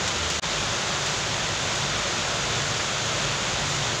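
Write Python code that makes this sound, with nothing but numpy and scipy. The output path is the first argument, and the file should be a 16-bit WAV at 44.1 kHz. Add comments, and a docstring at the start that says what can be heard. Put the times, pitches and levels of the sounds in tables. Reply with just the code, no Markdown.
"""Heavy rain drums on the sheet-metal roof of an open-sided hall. Countless impacts superpose into a
wash of noise, the nearer drops patter as damped oscillations, and the sheets ring at their resonances.
A low drone swells underneath, and a player keeps a small ball up with faint, crisp kicks that
reverberate in the hall. Early on the sound drops out for an instant and fades straight back in."""
import sys
import numpy as np
from scipy import signal
from scipy.fft import rfft, irfft
from scipy.io import wavfile

SR = 44100
rng = np.random.default_rng(int(sys.argv[2]) if len(sys.argv) > 2 else 0)


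def waveform_to_disk(signal):
    """Save audio, clipped to [-1, 1], as 16-bit WAV at the path in sys.argv[1]."""
    frames = np.transpose(np.atleast_2d(signal))
    scaled = np.clip(frames, -1, 1) * 32767
    samples = np.round(scaled).astype(np.int16)
    wavfile.write(sys.argv[1], SR, samples)


N = 176400
T = np.arange(N) / SR
BIN_HZ = np.arange(N // 2 + 1) * SR / N
DROPOUT_S = .3973


def from_db(db):
    """Amplitude ratio: a factor of ten per 20 dB."""
    return 10 ** (np.asarray(db) / 20)


def unit_rms(x):
    """Normalisation to rms 1."""
    return x / np.sqrt(np.mean(x ** 2) + 1e-20)


def envelope(points):
    """Amplitude envelope, interpolated linearly in decibels."""
    return from_db(np.interp(T, *np.transpose(points)))


def drift(rate_hz):
    """Low-pass filtered noise: a slow random fluctuation of rms about 1."""
    step, settle = 40, 2000
    pole = np.exp(-2 * np.pi * rate_hz * step / SR)
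    noise = rng.standard_normal(N // step + settle + 2)
    slow = signal.lfilter([1], [1, -2 * pole, pole * pole], noise)[settle:]
    return np.interp(np.arange(N) / step, np.arange(len(slow)), unit_rms(slow))


def coloured(x, spectrum):
    """Spectral shaping by a gain curve over log frequency; rms 1."""
    hz, db = np.transpose(spectrum)
    gain = from_db(np.interp(np.log(np.maximum(BIN_HZ, 1)), np.log(hz), db))
    return unit_rms(irfft(rfft(x) * gain, N))


def resonance(pitch_hz, width_hz):
    """A randomly driven resonator gives narrow-band noise; rms 1."""
    response = 1 / (1 + ((BIN_HZ - pitch_hz) / width_hz) ** 2) ** 2
    return unit_rms(irfft(rfft(rng.standard_normal(N)) * response, N))


# Resonances of the drone: pitch_hz, width_hz, level_db
DRONE_MODES = [(50.7, 1.5, -49), (97.3, 12, -49.5), (116.2, 9, -45), (143.2, 5.3, -43.5)]
# Swell of the drone: time_s, gain_db
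DRONE_SWELL = [(0, -12), (.39, -21), (.5, 0.5), (.95, -4.5), (1.25, 1), (1.8, 4.5), (2.3, -3), (2.6, 5.5),
               (2.9, -2.5), (3.28, 8.5), (3.45, -4), (3.6, 3.5), (4, 4)]

def drone(hum_hz=77, hum_db=-42):
    """Amplitude modulation: low resonances swell and sink. A hum joins them until the dropout."""
    modes = sum(from_db(db) * resonance(hz, width) for hz, width, db in DRONE_MODES)
    hum = from_db(hum_db) * resonance(hum_hz, width_hz=6.6) * (T < DROPOUT_S)
    return envelope(DRONE_SWELL) * modes + hum


# Contacts of foot with ball or floor: start_s, level_db, relative_tail_db
CONTACTS = [(0.077, -22, -18), (.301, -23, -10.5), (1.061, -29.5, -3.5), (1.754, -34, -1), (3.047, -36, -2),
            (3.69, -34, 1)]
# Spectrum of a contact: frequency_hz, gain_db
KICK_SPECTRUM = [(100, -14), (1000, -7), (3500, 1), (5200, 1), (7200, 3), (9000, -17.5), (12000, -31),
                 (15000, -25)]

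def kicks(direct_t60_s=.054, hall_t60_s=.64):
    """Direct sound and reverberation of each impact decay exponentially and add in power."""
    power = 0
    for start_s, level_db, tail_db in CONTACTS:
        age = np.maximum(T - start_s, 0)
        direct = from_db(level_db - 60 * age / direct_t60_s)
        tail = from_db(level_db + tail_db - 60 * age / hall_t60_s)
        power = power + (T >= start_s) * (direct ** 2 + tail ** 2)
    return np.sqrt(power) * coloured(rng.standard_normal(N), KICK_SPECTRUM)


# Resonances of the roof sheets: pitch_hz, width_hz, level_db
ROOF_MODES = [(581, 77, -46), (1345, 230, -42.5)]
# Rise and fall of their ringing: time_s, gain_db
ROOF_SWELL = [(0, 2), (.5, -6), (.8, 4), (1.3, -5), (2.1, 3), (2.6, -1), (3.3, 3), (3.55, -4), (4, -3)]

def roof():
    """Forced vibration: the drumming keeps the metal sheets ringing in broad bands."""
    modes = sum(from_db(db) * resonance(hz, width) for hz, width, db in ROOF_MODES)
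    return envelope(ROOF_SWELL) * modes


def wash(spectrum, level_db=-27.5, flutter_db=.31):
    """Incoherent summation: far drops, smeared by the hall, merge into a slightly fluttering roar."""
    gain = from_db(level_db + flutter_db * drift(rate_hz=12))
    return gain * coloured(rng.standard_normal(N), spectrum)


def patter(spectrum, level_db=-35, drops_per_s=2400, spread_db=2, t60_cycles=5):
    """Impulse response: each near drop sets a patch of roof into a brief damped oscillation."""
    arrivals = rng.random(N) < drops_per_s / SR
    sizes = from_db(spread_db * np.minimum(rng.exponential(1, N), 5))
    impulses = arrivals * sizes * rng.choice([-1, 1], N)
    pitches_hz = np.linspace(900, 11000, 16)
    patch_hit = rng.integers(0, len(pitches_hz), N)
    ringing = 0
    for patch, hz in enumerate(pitches_hz):
        pole = from_db(-60 * hz / (t60_cycles * SR))
        feedforward = np.sqrt(1 - pole * pole) * np.array([1, 0, -1])
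        feedback = [1, -2 * pole * np.cos(2 * np.pi * hz / SR), pole * pole]
        blows = impulses * (patch_hit == patch) + 1e-18  # offset prevents underflow
        ringing = ringing + signal.lfilter(feedforward, feedback, blows)
    high_pass = signal.butter(2, 1520, "high", fs=SR, output="sos")
    return from_db(level_db) * coloured(signal.sosfilt(high_pass, ringing), spectrum)


# Spectrum of rain on the roof: frequency_hz, gain_db
RAIN_SPECTRUM = [(20, -45), (33, -26), (46, -9), (70, -8), (136, -3), (190, -4.5), (280, -11.5), (345, -6),
                 (430, -8), (580, -6), (900, -7.5), (1020, -6.5), (1150, -8), (1400, -7.5), (2100, -10),
                 (2900, -10), (3550, -8.5), (4000, -11.5), (5300, -14), (6650, -11.5), (7200, -14),
                 (8200, -27), (9000, -33), (10500, -38.5), (12100, -47.5), (15400, -47)]
# Strength of the downpour: time_s, gain_db
RAIN_STRENGTH = [(0, 0), (.5, 0.35), (1.2, 0), (2.1, .1), (2.8, 0.23), (3.2, 0.37), (4, -0.05)]

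def rain():
    """Common modulation: far and near drops both follow the strength of the downpour."""
    return envelope(RAIN_STRENGTH) * (wash(RAIN_SPECTRUM) + patter(RAIN_SPECTRUM))


def scene():
    """Superposition of all sources; equal channels place them in the centre."""
    mix = rain() + roof() + drone() + kicks()
    return np.array([mix, mix])


def record(dry, close_s=.0016, gap_s=.0205, fade_s=.016, floor_db=-34, cutoff_hz=15600):
    """Gating and band limiting: the sound briefly turns faint and dull; the top treble is cut throughout."""
    closing = np.clip((DROPOUT_S - T) / close_s + .5, 0, 1)
    opening = np.clip((T - DROPOUT_S - gap_s) / fade_s, 0, 1)
    gate = closing + opening
    muffled = from_db(floor_db) * signal.sosfilt(signal.butter(2, 3020, fs=SR, output="sos"), dry)
    low_pass = signal.ellip(12, .1, 80, cutoff_hz, fs=SR, output="sos")
    return signal.sosfilt(low_pass, dry * gate + muffled * (1 - gate))


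dry = scene()
out = record(dry)
waveform_to_disk(out)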